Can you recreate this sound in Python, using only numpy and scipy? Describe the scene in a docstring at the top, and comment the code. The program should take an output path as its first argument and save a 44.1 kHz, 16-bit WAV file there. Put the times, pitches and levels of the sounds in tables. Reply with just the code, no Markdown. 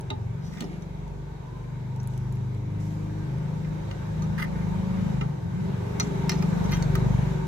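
"""A steel ladle taps and scrapes a soup pot in a small kitchen and the soup plops, while the exhaust
of a distant one-cylinder motorbike thumps through the walls over road roar and hiss. A faint whine
passes at 1.5 s, then bits of food tick into a bowl. The bike draws nearer, changes gear at 5.25 s
and pulls on, and from 6 s the ladle clatters hardest, each blow ringing the steel and the pot.
Two spaced microphones hear it all: bass alike on both, treble unrelated."""
import sys
import numpy as np
from scipy import signal
from scipy.io import wavfile
from scipy.ndimage import uniform_filter1d

SR = 44100
rng = np.random.default_rng(int(sys.argv[2]) if len(sys.argv) > 2 else 0)


def generate_wav(signal):
    """Clip the signal to [-1, 1] and save it as 16-bit WAV at the path in sys.argv[1]."""
    frames = np.transpose(np.atleast_2d(signal))
    scaled = np.clip(frames, -1, 1) * 32767
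    pcm = np.round(scaled).astype(np.int16)
    wavfile.write(sys.argv[1], SR, pcm)


N = 329427

# Ladle hits on the pot. Each row: start in seconds, ring level in dB, favoured pitch in Hz, fall-off
# in dB per octave, two pitches that sing out in Hz, ring time as a multiple of the free ring, crack
# and pot hum in dB against the ring, delay at the right microphone in ms.
LADLE_TAPS = [(0.1025, -25.5, 2070, 8.4, 2800, 3820, 1, -1, -2.5, 0.26),
              (0.572, -41.5, 2100, 11, 2080, 2080, 0.74, 4, -6, -0.57),
              (.606, -27, 2980, 2.8, 7900, 1240, .6, -1.5, -12, 0.28),
              (.641, -42, 5200, 17, 5100, 5100, 0.92, -14, -21, 0.37),
              (0.821, -46, 5200, 7, 5960, 5960, 0.66, -2, -15, .3),
              (2, -42.5, 5650, 29, 5650, 5650, 1, -12, -40, .3),
              (3.646, -44.5, 2040, 14, 2400, 2400, 1, 2, -29, 0.35),
              (3.912, -35, 2000, 5, 2800, 2800, 1.1, -1, -29, -0.63),
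              (4.221, -33.5, 5900, 10, 1240, 1240, 1.3, -20, -32, .3),
              (4.24, -47, 5900, 9, 5960, 5960, 0.91, -11, -23, 0.32),
              (4.3892, -31, 1350, 20, 1240, 1320, 1.2, -5, -28, -0.66),
              (4.3977, -30, 1350, 18, 1240, 1500, 1, -1, -25, -0.53),
              (4.42, -32, 1700, 14, 1860, 1500, 1.1, -12, -31, -.6),
              (5.211, -26.5, 2060, 9.7, 1320, 2790, 1.5, -11.5, -4, -0.56),
              (5.998, -13.5, 6000, 1.7, 5960, 6420, 0.81, -18, -25, .32),
              (6.002, -17, 4400, 10, 4260, 1320, 1.4, -26, -21, .32),
              (6.294, -13.5, 6440, 1.5, 5650, 5120, 0.63, -20, -34, -0.0036),
              (6.318, -21.5, 3000, 2.3, 5650, 4240, 0.78, -13, -14, -0.011),
              (6.424, -30, 3500, 2.4, 5100, 2400, 0.79, -6, -6.5, -0.077),
              (6.6936, -38, 3800, 12, 3820, 3820, 0.96, -10, -19, -0.07),
              (6.7182, -29, 4500, 3.3, 5650, 2400, 0.88, -9, -22, -0.07),
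              (6.7265, -27, 2200, 3.2, 2080, 3220, 1.2, -13, -22, -0.07),
              (6.734, -28, 4500, 8, 5960, 3220, 1.9, -14, -27, -.07),
              (6.759, -36, 2600, 10, 2400, 3220, 1.7, -14, -25, -.07),
              (6.824, -27.5, 6800, 4.5, 4460, 6420, 0.62, -6, -27, -0.053),
              (6.953, -22, 1600, 2.4, 1240, 11580, 0.85, 0.5, -29, 0.14)]
# The voices of ladle and pot. Each row: mode pitch in Hz, level in dB, seconds to fade by 60 dB.
LADLE_MODES = [(1240, -2, .035), (1320, -6, .04), (1500, -3, .035), (1860, -3, .035), (2080, -2, .035),
               (2430, -4, .03), (2790, -8, .025), (3200, -8, .03), (3820, -4, .025), (4260, -6, .04),
               (4460, -7, .035), (5120, -4, .02), (5650, -5, .02), (5960, -5, .045), (6420, -4, .022),
               (7250, -8, .018), (8050, -8, .018), (8550, -11, .015), (10700, -10, .02), (11580, -7, .025),
               (13500, -12, .012), (15300, -13, .02)]
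POT_MODES = [(260, -4, .2), (405, -1, .18), (610, -11, .1), (805, -3.5, .28), (880, -8, .25), (950, -9, .1),
             (1100, -9, .06), (1220, -8, .1), (1400, -6, .06), (1860, -15, .12)]
# Drags of the ladle's edge. Each row: start and length in seconds, level in dB, favoured pitch in Hz,
# fall-off in dB per octave, pitch that sings out in Hz, slips per second, treble rasp in dB against
# the ring, delay at the right microphone in ms.
LADLE_SCRAPES = [(0.354, 0.28, -64.5, 4000, -1, 5960, 3400, -24, 0.35),
                 (0.502, 0.16, -53.5, 2180, 1, 1900, 2100, -18, 0.14),
                 (0.654, 0.13, -63, 2000, 7, 2080, 2500, -23, .3),
                 (4.376, 0.08, -39.5, 1430, 6.5, 1860, 1700, -15.5, -0.61),
                 (4.499, 0.21, -51.5, 1700, 26, 1500, 1450, -23, -0.47),
                 (6.014, 0.069, -57, 5000, 16, 5960, 2400, -22, 0.28),
                 (6.324, 0.077, -52, 4630, 0, 5960, 2100, -18, -.04),
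                 (6.638, 0.026, -52.5, 5800, 19, 5960, 2100, -15, -0.067),
                 (6.709, 0.067, -42.5, 2600, -2.5, 2380, 1070, -26, -0.073)]
# Soft hits on the soup. Each row: start in seconds, level in dB, pitch in Hz, seconds to fade by 60 dB.
SOUP_PLOPS = [(0.608, -26, 230, 0.13), (.62, -41, 293, 0.74), (0.636, -36, 388, 0.22),
              (0.702, -42, 332.5, 0.53), (2.901, -43, 271, 0.29), (6.005, -34.5, 261.5, 0.97),
              (6.302, -43, 259, 0.4)]
# Food and drops landing in the bowl. Each row: start in seconds, level in dB, centre pitch in Hz.
FOOD_TICKS = [(.0095, -38, 8000), (1.079, -48, 3830), (1.962, -45, 8000), (2.032, -44.5, 9000),
              (2.04, -49, 4350), (2.074, -35, 10700), (2.137, -45, 3660), (2.177, -37.5, 6500),
              (2.325, -42.5, 6470), (2.331, -56, 11000), (2.356, -49, 11000), (2.371, -46, 1500),
              (2.5476, -46, 3800), (2.579, -54, 6460), (2.6194, -59, 3500), (3.3844, -47, 3670),
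              (4.44, -40, 13000)]
# The engine's revs. Each row: time in seconds, firings per second.
FIRING_RATE = [(0, 22.2), (.62, 23.4), (1.14, 24.2), (2.25, 25.35), (3.22, 25.8), (4, 26.1), (4.49, 26.3),
               (4.89, 26.1), (5.26, 26.15), (5.4, 21.3), (5.5, 21.7), (5.8, 23.75), (5.95, 24.2),
               (6.55, 24.27), (6.95, 24.2), (7.26, 24.07), (7.47, 23.6)]
# The body of the exhaust. Each row: time in seconds, level in dB, pitch the path favours in Hz.
THUMP = [(0, -38.5, 138), (.25, -30, 108), (.56, -36.5, 181), (1.12, -38, 147), (1.5, -39.5, 134),
         (1.85, -31.5, 129.4), (2.43, -28, 119.5), (2.62, -31, 123), (2.85, -29, 125), (3.15, -31.5, 129),
         (3.4, -28.5, 136.5), (3.74, -31, 144), (3.93, -35.5, 132), (4.25, -26.5, 152),
         (4.49, -30.5, 165.6), (4.68, -27.5, 151), (5.1, -26, 179.5), (5.26, -27, 158), (5.36, -32.5, 121),
         (5.61, -27.5, 171.4), (5.82, -29.5, 134), (6.05, -30, 155), (6.4, -24.5, 168), (6.75, -25, 165.6),
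         (7.1, -21.5, 134), (7.47, -29.5, 150)]
# The bike's approach. Each row: time in seconds, level in dB against roughly its nearest point.
NEARNESS = [(0, -12), (1.2, -12.5), (2.6, -11.5), (3.33, -8.5), (4.2, -6), (4.6, -5.5), (5.1, -3.5),
            (5.26, -7.5), (5.49, -9.5), (5.65, -5.5), (6.14, -2.5), (6.7, 0.5), (6.95, -1), (7.32, -1.5),
            (7.47, -5)]
# Two paths cancel at a pitch that sweeps as the bike moves. Each row: time in seconds, notch pitch
# in Hz, gain there in dB (a lift if positive), half width of the thump's favoured band in Hz.
PATH_NOTCH = [(0, 140, 0, 32), (1.5, 141, 1.5, 31), (2.3, 166, -4, 26.8), (2.58, 157, -13, 30),
              (2.72, 130, -9, 41.4), (3.12, 139.3, -28, 41.4), (3.3, 106.5, -16, 36), (3.6, 120, -13.5, 29),
              (3.9, 146, -9, 39.8), (4.0, 150, 3, 40), (4.08, 124, -15, 42.5), (4.36, 144, -13, 47.7),
              (4.42, 111, 2, 45), (4.5, 104, -21, 39.5), (4.8, 143, -44, 43.6), (4.95, 151, -46, 33.6),
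              (5.04, 152, -6, 39.3), (5.12, 128, 7.5, 38.4), (5.3, 136, 4.5, 35.5), (5.55, 156, -8, 45),
              (5.7, 156, -2, 44.7), (5.86, 141, -40, 39.5), (6.02, 146, -25, 45.5), (6.15, 112, -11, 40.7),
              (6.5, 113, -4, 38), (6.62, 142, -7, 39.5), (6.76, 193, -17, 41.3), (6.92, 183, -35, 33.5),
              (7.05, 195, 7, 31.3), (7.47, 194, -0.5, 32.3)]
# EQ for the exhaust's deep and rasping harmonics. Each row: frequency in Hz, gain in dB.
DEEP_AND_RASP_EQ = [(20, -29), (48, 2.5), (75, -11.5), (245, -7.5), (305, -10), (410, -4.5), (465, -19),
                    (497, -11), (525, -19.5), (560, 4.5)]
# A moving accent in the exhaust's rasp. Each row: time in seconds, pitch in Hz, lift in dB.
RASP_ACCENT = [(0, 395, -1), (2.1, 434, 3.5), (2.3, 312, 7.5), (3.2, 302, 16.5), (3.5, 306, 1.5),
               (3.75, 308, 16), (4.05, 317, 5), (4.3, 400, -19), (4.7, 412, 7.5), (5.3, 406, 2.5),
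               (5.75, 397, 6), (6.0, 398, 11), (6.35, 383, 12), (6.6, 415, 14.5), (6.84, 392, -5.5),
               (6.94, 380, 15), (7.04, 378, 14.5), (7.11, 375, -2), (7.2, 368, 8), (7.47, 369.6, 18.5)]
# The tone of the road roar and of the hiss. Each row: frequency in Hz, gain in dB.
ROAR_EQ = [(28, -47), (50, 28), (110, 18.5), (200, 7.5), (260, 6.5), (420, 7.5), (650, 2.5), (930, 1.5),
           (1250, -3), (1520, -9), (1800, -6.5), (2300, -12), (3000, -14), (3900, -15.5), (5000, -23.5),
           (9000, -48)]
HISS_EQ = [(1000, -10), (3000, -3), (6000, 8.5), (8000, 3.5), (9300, -10.5), (11000, 3), (13000, -5.5),
           (13700, -9), (16000, -55)]
# Resonances that colour the roar indoors. Each row: centre in Hz, half width in Hz, mean lift in dB.
INDOOR_RESONANCES = [(912, 52, 8), (1533, 91, 7.5), (1956, 13, -2), (2246, 225, 5), (3830, 150, 4)]
# The hiss jumps up and dies away. 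Each row: start in seconds, rise in dB.
HISS_SWELLS = [(.45, 6), (2.1, 5), (2.8, 8)]
# Stereo width of the street. Each row: frequency in Hz, left-right likeness from 0 to 1.
STEREO_LIKENESS = [(60, 0.97), (150, 1), (290, 0.076), (600, 0.0093), (3000, 0.017), (15000, 0.012)]
# Panning of the street. Each row: frequency in Hz, left minus right in dB.
STEREO_BALANCE = [(60, -1.5), (180, 3), (550, -2.5), (1650, 0.5), (4970, 0.5), (15000, 0)]
# The whine's rise and fall. Each row: time in seconds, pitch in Hz, level in dB.
WHINE_PATH = [(1.33, 950, -75), (1.42, 965, -55), (1.55, 1015, -54), (1.68, 1035, -58), (1.8, 985, -62),
              (1.95, 950, -62), (2.05, 940, -75)]
# The kitchen's reverb. Each row: frequency in Hz, seconds to fade by 60 dB.
KITCHEN_DECAY = [(250, 0.036), (1500, 0.13), (6000, 0.096), (14000, 0.0034)]

SING_DB, TWIN_SHARE, TWIN_DB = 2, .01, -10  # ladle modes: those that sing out; each one's weaker twin
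BOWL_DELAY_MS = .3
ROAR_DB, HISS_DB, DEEP_DB, RASP_DB = -53.5, -80, -37.5, -45.5  # faders ahead of EQ and nearness
DEEP_FOLLOWS, RASP_FOLLOWS = .68, .7  # dB per dB of nearness
# Gear change: the throttle shuts, firing turns uneven, and the deepest harmonics stay away a while.
SHIFT_S, SHUT_S, UNEVEN_S, DEEP_GONE_S, RECOVER_S, DEEP_LOSS_DB = 5.25, .07, .43, 1.0, .2, -25
ROUGH_FAR, ROUGH_PULL, ROUGH_SHIFT, SETTLED_S = .06, .02, .28, 1.6  # roughness runs from 0 to 1
FAR_DB, NEAR_DB, SLIP_FAR, SLIP_NEAR = -5.5, -3, 1.4, .5  # phase steadies as the direct path takes over
WALL_HZ, NOTCH_HALF_WIDTH_HZ, ACCENT_HALF_WIDTH_HZ = 227.2, 9.9, 24


def ladle_taps():
    """Steel strikes the pot: a short crack, the ladle's ring and the soup-damped hum of the pot."""
    out, t = np.zeros((2, N)), np.arange(SR // 3) / SR
    for start, db, hz, fall_db, sing_hz, also_hz, lasting, crack_db, pot_db, delay_ms in LADLE_TAPS:
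        contact = 1 - np.exp(-t / .0009)  # the curved edge beds in over a millisecond or two
        metal = ladle_ring(hz, fall_db, (sing_hz, also_hz), lasting, t) * contact
        noise = rng.standard_normal(len(t))
        crack = unit_rms(steep_band(noise, hz, 1.4 * hz)) + gain_of(-2.5 * max(fall_db, 0)) * noise
        crack *= gain_of(-60 * t / .016) * contact
        hum = ring(POT_MODES, t, spread_db=1.5, detune=.006) * (1 - np.exp(-t / .006))
        hit = metal / abs(metal).max() + gain_of(crack_db) * crack + gain_of(pot_db) * hum
        place(out, start, gain_of(db) * hit, delay_ms)
    return out


def ladle_scrapes():
    """Uneven slips of the dragging edge keep the ladle ringing, with grit and a bright rasp on top."""
    out, ring_t = np.zeros((2, N)), np.arange(1500) / SR
    for start, length, db, hz, fall_db, sing_hz, per_s, treble_db, delay_ms in LADLE_SCRAPES:
        t = np.arange(int(length * SR)) / SR
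        chance, size, sign = rng.random((3, SR // 2))[:, :len(t)]
        noise = size - .5
        slips = (chance < per_s / SR) * gain_of(-3 * np.log(size + 1e-4)) * np.sign(sign - .5)
        slips += .1 * noise
        steel = ladle_ring(hz, fall_db, [sing_hz], lasting=.83, t=ring_t)
        metal = signal.fftconvolve(slips[None], steel, axes=1)[:, :len(t)]
        grit = per_s / 3500 * unit_rms(steep_band(slips, hz, hz))  # denser slips sound grittier
        rasp = gain_of(treble_db) * unit_rms(steep_band(noise, 11500, 4500))
        level = gain_of(db + 2.5 * drift(t, 70.)[0])
        ease = signal.windows.tukey(len(t), min(3 * length, 1))
        place(out, start, level * (unit_rms(metal) + grit + rasp) * ease, delay_ms)
    return out


def ladle_ring(hz, fall_db, sing_hz, lasting, t):
    """The steel rings around the pitch the contact favours, and the modes nearest sing_hz sing out."""
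    singers = [min(LADLE_MODES, key=lambda mode: abs(mode[0] - pitch))[0] for pitch in sing_hz]
    modes = [(f, SING_DB if f in singers else db - fall_db * abs(np.log2(f / hz)), t60 * lasting)
             for f, db, t60 in LADLE_MODES]
    # The ladle's cup is not quite round, so each mode has a slightly sharp twin.
    modes += [(f * (1 + TWIN_SHARE), db + TWIN_DB, t60) for f, db, t60 in modes]
    sound = ring(modes, t, spread_db=1.3, detune=.003)
    return sound / abs(sound).max()


def ring(modes, t, spread_db, detune):
    """Dying modes in stereo; each blow lands elsewhere and wakes them unevenly and out of step."""
    out, sides = np.zeros((2, len(t))), np.array([[.5], [-.5]])
    for hz, db, t60 in modes:
        strength, tuning, offset, sideways = rng.standard_normal(4)
        phase = 2 * np.pi * hz * (1 + detune * tuning) * t + 2 * offset
        phase = phase + .7 * sideways * sides  # each mode radiates its own way
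        out += gain_of(db + spread_db * strength - 60 * t / t60) * np.sin(phase)
    return out


def soup_plops():
    """Ladle or food thumps the soup: a low, soft-edged note whose pitch rises a little."""
    out, t = np.zeros((2, N)), np.arange(SR // 3) / SR
    for start, db, hz, t60 in SOUP_PLOPS:
        slosh = unit_rms(band(rng.standard_normal(len(t)), hz, .5 * hz))
        tone = np.sin(2 * np.pi * hz * (t + .11 * t ** 2))
        envelope = gain_of(db - 60 * t / t60) * (1 - np.exp(-t / .005))
        place(out, start, envelope * (tone + .57 * slosh), BOWL_DELAY_MS)
    return out


def food_ticks():
    """Bits of food and drops land in the bowl with tiny bright clicks."""
    out, t = np.zeros((2, N)), np.arange(600) / SR
    for start, db, hz in FOOD_TICKS:
        click = unit_rms(band(rng.standard_normal(len(t)), hz, .7 * hz))
        place(out, start, gain_of(db - 60 * t / .0054) * click, BOWL_DELAY_MS)
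    return out


def kitchen_reverb(x):
    """Sparse wall reflections, different on each side, with every band dying at its own speed."""
    echoes = np.zeros((2, SR // 2))
    at = np.arange(60, SR // 2 - 20, 20)
    at = at + rng.integers(0, 20, (2, len(at)))
    np.put_along_axis(echoes, at, rng.choice([-1., 1.], at.shape), 1)
    hz, t, spectra = signal.stft(echoes, SR, nperseg=256)
    decay = gain_of(-60 * t / at_pitch(KITCHEN_DECAY, hz)[:, None])
    tail = signal.istft(spectra * decay, SR, nperseg=256)[1]
    return signal.fftconvolve(x[None], tail / np.linalg.norm(tail[0]), axes=1)[:, :N]


def motorbike_exhaust(count=21):
    """Harmonics of the firing rate, each fading and slipping in phase as its path to the room moves."""
    step = 16  # all low end, so it is built at a reduced sample rate
    t = np.arange(N // step + 2) * step / SR
    thump_db, favoured_hz = curves(THUMP, t)
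    rate, near_db = curves(FIRING_RATE, t)[0], curves(NEARNESS, t)[0]
    firings = np.cumsum(rate * (1 + .002 * drift(t, 6.)[0])) * step / SR
    order = np.arange(1, count + 1)[:, None]
    hz = order * rate
    is_thump = (order > 3) & (order < 10)  # the deep end lies below, the rasp above
    outer_db = deep_and_rasp_db(t, order, hz, near_db) - thump_db
    shape = np.where(is_thump, path_through_walls(t, hz, favoured_hz), gain_of(outer_db))

    rough = ROUGH_PULL + (ROUGH_FAR - ROUGH_PULL) * (t < SETTLED_S)
    rough += (ROUGH_SHIFT - ROUGH_PULL) * gear_change(t, UNEVEN_S)
    fade, slip, apart, shake = (drift(t, top_hz, count) for top_hz in (2., .7, 1.2, 20.))
    loose = np.clip(hz / 300, .2, 1.1)  # short waves feel the path more
    size = shape * gain_of(np.where(is_thump, 1.2, 2 + loose) * fade)
    size /= np.where(is_thump, np.sqrt((size ** 2 * is_thump).sum(0)), 1)  # hold the thump's power
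    size *= 1 + 1.5 * rough * shake

    slide = np.interp(near_db, [FAR_DB, NEAR_DB], [SLIP_FAR, SLIP_NEAR])
    wander = np.where(is_thump, slide, 1.5) * np.sqrt(loose) * slip + .6 * slip[0]
    jitter = (1 + 3 * loose) * rough * shake[::-1]
    phase = 2 * np.pi * order * firings + wander + jitter
    width = np.arccos(at_pitch(STEREO_LIKENESS, hz)) * apart / 2
    pan = gain_of(at_pitch(STEREO_BALANCE, hz) / 2)
    pair = np.array([(size * pan ** side * np.cos(phase + side * width)).sum(0) for side in (1, -1)])
    return signal.resample_poly(np.sqrt(2) * gain_of(thump_db) * pair, step, 1, axis=1)[:, :N]


def path_through_walls(t, hz, favoured_hz):
    """The thump's way indoors favours one pitch, notches another and loses its top to the walls."""
    notch_hz, notch_db, half_width = curves(PATH_NOTCH, t)
    favoured = bell(hz, favoured_hz, half_width) + .24
    notch = gain_of(notch_db * bell(hz, notch_hz, NOTCH_HALF_WIDTH_HZ))
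    return favoured * notch / (1 + (hz / WALL_HZ) ** 36)


def deep_and_rasp_db(t, order, hz, near_db):
    """The exhaust's deep end and rasp grow as it nears; the deep end ducks at the gear change."""
    deep_db = DEEP_DB + DEEP_FOLLOWS * near_db + DEEP_LOSS_DB * gear_change(t, DEEP_GONE_S)
    accent_hz, lift_db = curves(RASP_ACCENT, t)
    rasp_db = RASP_DB + RASP_FOLLOWS * near_db + lift_db * bell(hz, accent_hz, ACCENT_HALF_WIDTH_HZ)
    return np.where(order < 4, deep_db, rasp_db) + at_pitch(DEEP_AND_RASP_EQ, hz)


def gear_change(t, hold_s):
    """An envelope that rises to 1 as the throttle shuts, holds and falls back."""
    return np.interp(t, np.cumsum([SHIFT_S, SHUT_S, hold_s, RECOVER_S]), [0, 1, 1, 0])


def road_noise():
    """A bed of road roar, puffing a little with each firing, and hiss; both grow as the bike nears."""
    hop = 256
    t, hz = np.arange(N // hop + 5) * hop / SR, np.fft.rfftfreq(1024, 1 / SR)[:, None]
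    left_re, left_im, other_re, other_im, patches = rng.standard_normal((len(t), len(hz), 5)).T
    patches = unit_rms(uniform_filter1d(uniform_filter1d(patches, 8, 0), 16, 1))
    near_db = curves(NEARNESS, t)[0]
    swell_db = sum(db * (t > start) * np.exp(-abs(t - start) / .16) for start, db in HISS_SWELLS)
    hiss = gain_of(HISS_DB + at_pitch(HISS_EQ, hz) + near_db + swell_db)
    puff_db = .5 * np.cos(2 * np.pi * np.cumsum(curves(FIRING_RATE, t)[0]) * hop / SR)
    wavers = 1 + .22 * drift(t, 4., len(INDOOR_RESONANCES))
    indoor_db = sum(db * bell(hz, centre, half_width) * waver
                    for (centre, half_width, db), waver in zip(INDOOR_RESONANCES, wavers))
    roar = gain_of(ROAR_DB + at_pitch(ROAR_EQ, hz) + indoor_db + near_db + puff_db)
    likeness, pan = at_pitch(STEREO_LIKENESS, hz), gain_of(at_pitch(STEREO_BALANCE, hz) / 2)
    left = left_re + 1j * left_im
    right = likeness * left + np.sqrt(1 - likeness ** 2) * (other_re + 1j * other_im)
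    spectra = np.array([left * pan, right / pan]) * np.hypot(roar, hiss) * gain_of(1.2 * patches)
    return signal.istft(spectra, nperseg=1024, noverlap=1024 - hop)[1][:, :N]


def faint_whine():
    """A thin, slightly unsteady tone that rises and falls."""
    hz, db = curves(WHINE_PATH, np.arange(N) / SR)
    wobble = unit_rms(uniform_filter1d(uniform_filter1d(rng.standard_normal((2, N)), 500), 500))
    tone = np.sqrt(2) * np.cos(2 * np.pi * np.cumsum(hz) / SR + wobble[::-1])
    return gain_of(db + 2 * wobble) * tone * (db > -75)


def place(pair, start, sound, delay_ms):
    """Close sounds reach the right microphone a little louder and at their own moment."""
    first = round(start * SR)
    starts = first, round(first + delay_ms * SR / 1000)
    for track, at, side in zip(pair, starts, sound * gain_of([[-.8], [.8]])):
        part = track[at:][:len(side)]
        part += side[:len(part)]


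def drift(t, top_hz, count=1):
    """Random wobbles of rms 1, one per row, moving at rates up to top_hz."""
    hz = np.geomspace(top_hz / 10, top_hz, 12)[:, None]
    return np.array([unit_rms(np.sin(2 * np.pi * (hz * t + offsets[:, None])).sum(0))
                     for offsets in rng.random((count, 12))])


def band(x, hz, width):
    """One broad resonance."""
    return signal.lfilter(*signal.iirpeak(hz, hz / width, SR), x)


def steep_band(x, hz, width):
    return band(band(x, hz, width), hz, width)


def bell(hz, centre, half_width):
    return np.exp(-((hz - centre) / half_width) ** 2)


def curves(rows, t):
    """One automation curve for each column after the time."""
    times, *columns = np.transpose(rows)
    return [np.interp(t, times, column) for column in columns]


def at_pitch(points, hz):
    """A table's value at hz, along a log frequency axis."""
    pitches, values = np.transpose(points)
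    return np.interp(np.log(hz + 1), np.log(pitches + 1), values)


def gain_of(db):
    return 10 ** (np.asarray(db) / 20)


def unit_rms(x):
    return x / np.sqrt(np.mean(x ** 2) + 1e-20)


def scene():
    """Close kitchen sounds with their reverb, over the bike, the road and the whine."""
    close = ladle_taps() + ladle_scrapes() + food_ticks() + soup_plops()
    room = gain_of(-6) * kitchen_reverb(close.mean(0))
    return close + room + motorbike_exhaust() + road_noise() + faint_whine()


def record(dry):
    """A low cut at 32 Hz and a steep high cut at 16.1 kHz."""
    low_cut = signal.sosfilt(signal.butter(2, 32., "high", fs=SR, output="sos"), dry)
    high_cut = signal.firwin(511, 16100, window=("kaiser", 9), fs=SR)
    return signal.oaconvolve(low_cut, high_cut[None], "same")


dry = scene()
out = record(dry)
generate_wav(out)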